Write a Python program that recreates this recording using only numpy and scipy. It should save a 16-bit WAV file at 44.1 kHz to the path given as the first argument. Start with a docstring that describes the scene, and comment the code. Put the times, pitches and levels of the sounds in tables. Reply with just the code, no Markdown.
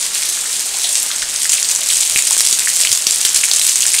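"""Heavy rain runs off a roof onto a wet concrete balcony, while the garden hisses behind.
From the start, gobs of water patter down, big drops slap the floor or plunk into puddles, and the
walls echo briefly. From about 0.9 s, the largest gobs crack and burst into spray. Near 1.3 s the
microphone turns to face them, and the splashes grow more direct. From 2 s on, the hardest splashes
overload it, some with a dull low thump underneath; a hand knocks it softly at 2.9 s."""
import sys
import numpy as np
from scipy import signal
from scipy.fft import rfft, irfft, next_fast_len
from scipy.io import wavfile
from scipy.ndimage import map_coordinates

SR = 44100
rng = np.random.default_rng(int(sys.argv[2]) if len(sys.argv) > 2 else 0)


def unload_wav(signal):
    """Save mono or channel-first audio to the path in sys.argv[1] as 16-bit WAV at rate SR, clipped to [-1, 1]."""
    wavfile.write(
        sys.argv[1],
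        SR,
        np.round(np.clip(np.atleast_2d(signal).T, -1, 1) * 32767).astype(np.int16),
    )


N = 176400

# Tone colours: how strong the lows and highs are. Each row: frequency in Hz, relative level in dB.
GARDEN_COLOUR = [(25, -15.5), (60, -20), (100, -29.5), (150, -18), (240, -18), (450, -12.5), (700, -14),
                 (1500, -12.5), (3700, -6), (8300, -3), (10000, -9.5), (15500, -24.5)]  # distant rain
AIR_COLOUR = [(20, 0.5), (45, -10), (110, -13.5), (300, -39), (1000, -91)]  # air on the microphone
THUMP_COLOUR = [(20, 3), (130, 3), (400, 2.5), (900, -13), (3000, -37)]  # a dull low thump
SPRAY_COLOUR = [(250, -42.5), (600, -28.5), (1100, -23.5), (2300, -11), (3500, -7.5), (5300, -5.5),
                (7000, -1), (8500, 0.5), (10000, -4.5), (12500, -14.5), (15500, -20.5)]  # tiny droplets landing
SLAP_COLOUR = [(200, -14), (900, -1), (1700, -1.5), (7000, 2.5), (11000, -4.5), (16000, -16)]  # shared by all slaps
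CRACK_COLOUR = [(200, -36), (1200, -31), (2500, -16.5), (5000, -5.5), (8300, 5), (10000, -9),
                (12500, -18.5), (16000, -39)]  # a gob bursting
# Dull low thumps under the hardest splashes. Each row: start in seconds, relative level in dB.
LOW_THUMPS = [(2.16, -16), (2.53, -24), (3.069, -17.5), (3.253, -23)]
# Air pushing on the moving microphone. Each row: middle in seconds, half-width in seconds, level in dB.
AIR_PUFFS = [(1.255, 0.057, -45), (2.014, 0.02, -42), (2.125, 0.016, -38.5)]
# A hand's soft knock: start in seconds, peak level in dB, pitch in Hz.
HAND_KNOCK = (2.9, -35, 110)
# The echo of the walls. Each row: frequency in Hz, seconds it takes to fade by 60 dB.
ECHO_FADE = [(200, 0.7), (2000, 0.19), (8000, 0.25), (15000, 0.11)]
# How squarely the microphone faces the water. Each row: time in seconds, direct share from 0 to 1.
DIRECT_SHARE = [(1.15, 0.74), (1.45, 0.96)]
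# The flow surging as the microphone turns to it. Each row: time in seconds, guide level in dB.
FLOW_CURVE = [(0, -16.5), (0.1, -24), (0.17, -17.5), (0.3, -20.5), (0.75, -20.5), (0.91, -18), (1.0, -20.5),
              (1.25, -22), (1.43, -19), (1.55, -18), (1.79, -21), (1.93, -17), (2.12, -18.5), (2.45, -17.5),
              (2.66, -18), (2.85, -17), (3.02, -20.5), (3.15, -18), (3.48, -18.5), (3.66, -16), (3.74, -19),
              (3.85, -18), (4.0, -16)]
# Drops into deeper water. Each row: start in seconds, relative level in dB, pitch in Hz.
PUDDLE_DROPS = [(0.155, -8, 3170), (0.439, -24, 1400), (0.457, -17, 1900), (0.745, -28, 790),
                (0.8422, -5, 3700), (0.8459, -2.5, 3840), (0.846, -27, 680), (1.1043, -18, 1500),
                (1.2255, -14.5, 1630), (1.4542, -13, 1800), (1.5316, -7.5, 2600), (1.572, -9, 3840),
                (1.5815, -10.5, 2660), (1.6468, -3.5, 4450), (1.6978, -18, 2330), (1.8164, -10, 3430),
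                (1.9027, -4, 3400), (2.16, -1.5, 2470), (2.19, -6, 2360), (2.31, -20, 970),
                (2.621, -14, 2430), (2.6732, -6.5, 1890), (2.8495, -6, 2340), (3.4358, -3.5, 2450),
                (3.83, -9, 3080), (3.853, -17, 1710), (3.9423, -7, 2300)]
# Big drops on the wet floor. Each row: start in seconds, relative level in dB, band centre in Hz.
FLOOR_DROPS = [(0.226, -15.5, 3460), (0.954, -6, 5600), (1.024, -15, 12500), (1.0293, -11.5, 12500),
               (1.1144, -12, 3920), (1.2202, -13.5, 4100), (2.0316, -13.5, 4180), (2.397, -8, 5300),
               (2.8346, -11, 4330), (2.872, -10, 3150), (2.916, -6, 4700), (3.068, -4.5, 4500),
               (3.25, -8, 3400), (3.5134, -2.5, 4430), (3.5362, -9.5, 4470), (3.6145, -11, 3850),
               (3.693, -11.5, 4550), (3.9843, -11.5, 3370)]
# Gobs that burst. Each row: start in seconds, relative crack level in dB, relative spray level in dB.
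BURSTING_GOBS = [(0.89, -12, -17), (0.98, -11, -23), (1.361, -10, -33), (1.494, -4, -21), (1.519, -8, -10),
                 (1.539, -8, -24), (1.628, -6.5, -35), (1.688, -8, -12), (1.713, -5, -24),
                 (1.75, -8.5, -25), (1.76, -7, -35), (1.888, -8, -22), (1.936, -8, -22), (1.97, -8, -22),
                 (2.009, -2.5, -17), (2.076, -11, -20), (2.184, -13, -18), (2.189, -6, -14),
                 (2.223, -7, -34), (2.251, -11, -28), (2.27, -7.5, -9.5), (2.308, -2, -17),
                 (2.33, -8.5, -25), (2.406, -0.5, -11.5), (2.472, -4, -27), (2.486, -9, -27),
                 (2.511, -6, -29), (2.527, 1.5, -8.5), (2.691, -9, -16), (2.812, -5.5, -12),
                 (2.85, -8, -13), (2.916, -10, -12), (2.928, 0, -18), (2.974, -9, -30),
                 (3.069, -4.5, -16.5), (3.109, -4.5, -29), (3.121, -8, -26), (3.159, -10, -15),
                 (3.251, -4.5, -7.5), (3.345, -7, -10.5), (3.361, -4.5, -5.5), (3.439, -6, -11),
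                 (3.454, -15, -29), (3.535, -7, -16.5), (3.562, -7, -17), (3.666, -6, -6.5),
                 (3.693, -7.5, -9.5), (3.757, -3, -10), (3.806, -4.5, -24), (3.821, -7, -15),
                 (3.865, -4, -11), (3.881, -9, -19), (3.935, -7, -20), (3.988, -6, -28)]

TOP_HZ = 15750  # highest frequency kept
DROPLET_S = 0.00013  # time a droplet's ring takes to swell
TIME = np.arange(N) / SR


def amp(db):
    """Turn decibels into a number to multiply by."""
    return 10 ** (np.asarray(db) / 20)


def unit(x):
    """Scale to an average power of 1."""
    return x / np.sqrt(np.mean(x ** 2) + 1e-20)


def along(points, hz):
    """Read between (Hz, value) points, treating each octave as an equal step."""
    f, v = np.transpose(points)
    return np.interp(np.log(hz + 1), np.log(f + 1), v)


def around(hz, octaves):
    """A tone colour that is strongest at hz and falls away on both sides."""
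    away = np.linspace(-8, 8, 33)
    return np.transpose([hz * 2 ** (away * octaves), -40 * np.log10(1 + away ** 2 / 2)])


def wobble(rate):
    """A smooth curve through rate random values a second."""
    return map_coordinates(rng.standard_normal(int(N * rate / SR) + 4), [TIME * rate])


def coloured(x, colour, size=4096):
    """Filter x to give it a tone colour."""
    gain = unit(amp(along(colour, np.fft.rfftfreq(size, 1 / SR))))
    # Folding the cepstrum makes the filter ring only after a hit, never before it.
    cepstrum = irfft(np.log(gain + 1e-6))
    cepstrum[1:size // 2] *= 2
    cepstrum[size // 2 + 1:] = 0
    return signal.fftconvolve(x, irfft(np.exp(rfft(cepstrum))))[:len(x)]


def add(track, s, sound):
    """Mix a sound into the track, starting at s seconds."""
    part = track[max(round(s * SR), 0):][:len(sound)]
    part += sound[:len(part)]


def blip(hz, cycles, size=4096):
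    """One pitched ring that swells for the given number of cycles, then dies."""
    turns = hz * np.arange(size) / SR
    age = turns / cycles
    return (age * np.exp(1 - age)) ** 3 * np.sin(2 * np.pi * (turns + rng.random()))


def smack(colour, rise_s, size=2048):
    """One impact: coloured noise that swells and dies quickly."""
    hz = np.fft.rfftfreq(size, 1 / SR)
    age = np.arange(size) / SR / rise_s
    shape = age * np.exp(1 - age)
    noise = irfft(amp(along(colour, hz)) * np.exp(2j * np.pi * rng.random(len(hz))))
    hit = noise * shape
    return hit * np.linalg.norm(shape) / np.linalg.norm(hit) / np.sqrt(2)


def droplets(times, sizes, hz, rise_s, size=160):
    """A track of tiny fading rings, one for each droplet."""
    samples = np.arange(size)
    age = samples / SR / np.reshape(rise_s, (-1, 1))
    turns = hz[:, None] * samples / SR + rng.random((len(times), 1))
    rings = sizes[:, None] * age * np.exp(-age) * np.sin(2 * np.pi * turns)
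    places = (np.abs(times) * SR).astype(int)[:, None] + samples
    return np.bincount(places.ravel(), rings.ravel(), N)[:N]


def garden():
    """Distant rain on leaves merges into a gently wavering hiss."""
    level_db = -26 + 0.62 * wobble(5.88)
    return amp(level_db) * unit(coloured(rng.standard_normal(N), GARDEN_COLOUR))


def low_bumps():
    """Dull thumps under the hardest splashes, plus puffs of air and a hand's knock on the microphone."""
    taps = np.zeros(N)
    for s, db in LOW_THUMPS:
        add(taps, s, amp(db + 11) * np.ones(1))
    puffs = sum(amp(db) * np.exp(-.5 * ((TIME - s) / width) ** 2) for s, width, db in AIR_PUFFS)
    rumble = unit(coloured(rng.standard_normal(N), AIR_COLOUR))
    out = coloured(taps, THUMP_COLOUR) + puffs * rumble
    s, db, hz = HAND_KNOCK
    add(out, s, amp(db) * blip(hz, cycles=1.05))
    return out


def swing(x, middle_s=1.26, half_width_s=0.11, dip_db=-2, above_hz=10000):
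    """The highest hiss changes briefly while the microphone swings round."""
    treble = signal.sosfiltfilt(signal.butter(4, above_hz, "high", fs=SR, output="sos"), x)
    away = np.exp(-.5 * ((TIME - middle_s) / half_width_s) ** 2)
    return x + treble * (amp(dip_db * away) - 1)


def walls(x, slices=90, delay_s=.003):
    """The balcony's short echo. Water lands in different places, so each slice of time gets its own."""
    out = np.zeros(N)
    for part in np.array_split(np.arange(N), slices):
        hz, t, noise = signal.stft(rng.standard_normal(SR // 5), SR, nperseg=256)
        fade = amp(-60 * t / along(ECHO_FADE, hz)[:, None])
        tail = signal.istft(noise * fade, SR, nperseg=256)[1]
        add(out, part[0] / SR + delay_s, signal.fftconvolve(x[part], tail / np.linalg.norm(tail)))
    return out


def facing(water, echo_db=-9.5):
    """As the microphone faces the water, more sound comes straight to it and less off the walls."""
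    share = np.interp(TIME, *np.transpose(DIRECT_SHARE))
    return np.sqrt(share) * water + walls(water * np.sqrt(amp(echo_db) ** 2 + 1 - share))


def plops(per_s, low_hz, octaves, cycles):
    """Small drops land in the puddles, each ringing briefly at its own dull pitch."""
    n = int(per_s * N / SR)
    hz = low_hz * 2 ** (octaves * rng.random(n))
    sizes = amp(5.1 * np.minimum(rng.standard_normal(n), 2))
    return unit(droplets(rng.uniform(0, N / SR, n), sizes, hz, cycles / hz, size=1000))


def patter(per_s):
    """Thousands of tiny droplets tick on the floor at random."""
    n = int(per_s * N / SR)
    sizes = amp(4.4 * np.minimum(rng.standard_normal(n), 2))
    ticks = droplets(rng.uniform(0, N / SR, n), sizes, rng.uniform(0, TOP_HZ, n), DROPLET_S)
    return unit(coloured(ticks, SPRAY_COLOUR))


def spray(times, sizes, flight_s, scatter_db, count):
    """Each gob throws droplets; the later they land, the fewer and softer they are."""
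    delay = rng.exponential(1, (len(times), count))
    scatter = amp(scatter_db * np.minimum(rng.standard_normal(delay.shape), 2))
    strengths = sizes[:, None] * scatter * np.exp(-.3 * delay)
    landings = times[:, None] + flight_s * delay
    hz = rng.uniform(0, TOP_HZ, delay.size)
    return unit(coloured(droplets(landings.ravel(), strengths.ravel(), hz, DROPLET_S), SPRAY_COLOUR))


def runoff(gobs_per_s=110):
    """Water falls steadily from the roof edge: splashing gobs over a fine patter."""
    n = int(gobs_per_s * N / SR)
    times = (np.arange(n) + 2 * rng.random(n)) / gobs_per_s
    gobs = spray(times, amp(rng.uniform(-7.0, 6.3, n)), flight_s=.0007, scatter_db=0.5, count=20)
    flow_db = np.interp(TIME, *np.transpose(FLOW_CURVE))
    surge_db = flow_db - flow_db.mean()
    # The gobs swell more than the patter, so they stand out when the water is near.
    water = amp(-3.5 + 1.78 * surge_db) * gobs + amp(-2 + 1.35 * surge_db) * patter(per_s=4500)
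    flutter_db = 1.8 * wobble(70)
    return amp(flow_db.mean() + flutter_db) * water


def plunks(tick_db=-8.5, ring_db=2, fall_back_db=-18):
    """A drop ticks on deeper water, the hollow it makes rings, then the water falls back."""
    out = np.zeros(N)
    for s, db, hz in PUDDLE_DROPS:
        add(out, s, amp(db + tick_db) * smack(around(1.34 * hz, octaves=0.53), rise_s=0.00036))
        add(out, s, amp(db + ring_db) * blip(hz, cycles=1.55))
        add(out, s + 0.0026, amp(db + fall_back_db) * smack(around(hz, octaves=0.35), rise_s=0.004))
    return out


def slaps(boost_db=6.5):
    """Big drops hit the thin film of water on the concrete with a short slap."""
    out = np.zeros(N)
    for s, db, hz in FLOOR_DROPS:
        band_hz, band_db = around(hz, octaves=0.83).T
        colour = np.transpose([band_hz, band_db + along(SLAP_COLOUR, band_hz)])
        add(out, s, amp(db + boost_db) * smack(colour, rise_s=0.00071))
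    return out


def bursts(crack_boost_db=6.5, spray_trim_db=-9):
    """The largest gobs land with a sharp crack and throw a shower of spray."""
    cracks = np.zeros(N)
    times, crack_db, spray_db = np.transpose(BURSTING_GOBS)
    for s, db in zip(times, crack_db):
        add(cracks, s, amp(db + crack_boost_db) * smack(CRACK_COLOUR, rise_s=0.00056))
    sizes = amp(spray_db)
    shower = spray(times, sizes, flight_s=.018, scatter_db=4.5, count=45)
    return cracks + amp(spray_trim_db) * sizes.mean() * shower


def scene():
    """Mix the splashes, their echo, the garden and the bumps into one channel."""
    puddles = amp(-39) * plops(per_s=130, low_hz=1570, octaves=1.52, cycles=0.44)
    gurgle = amp(-50) * plops(per_s=110, low_hz=582, octaves=1.26, cycles=1.35)
    water = runoff() + puddles + gurgle + slaps() + plunks() + bursts()
    return (swing(facing(water) + garden()) + low_bumps())[None]


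def record(dry):
    """Overload flattens the hardest splashes, then everything above TOP_HZ is cut away."""
    ceiling, hardness = 0.97, 6
    clipped = dry / (1 + np.abs(dry / ceiling) ** hardness) ** (1 / hardness)
    size = next_fast_len(N + SR // 2)
    kept = np.fft.rfftfreq(size, 1 / SR) < TOP_HZ
    return irfft(rfft(clipped, size) * kept, size)[..., :N]


dry = scene()
out = record(dry)
unload_wav(out)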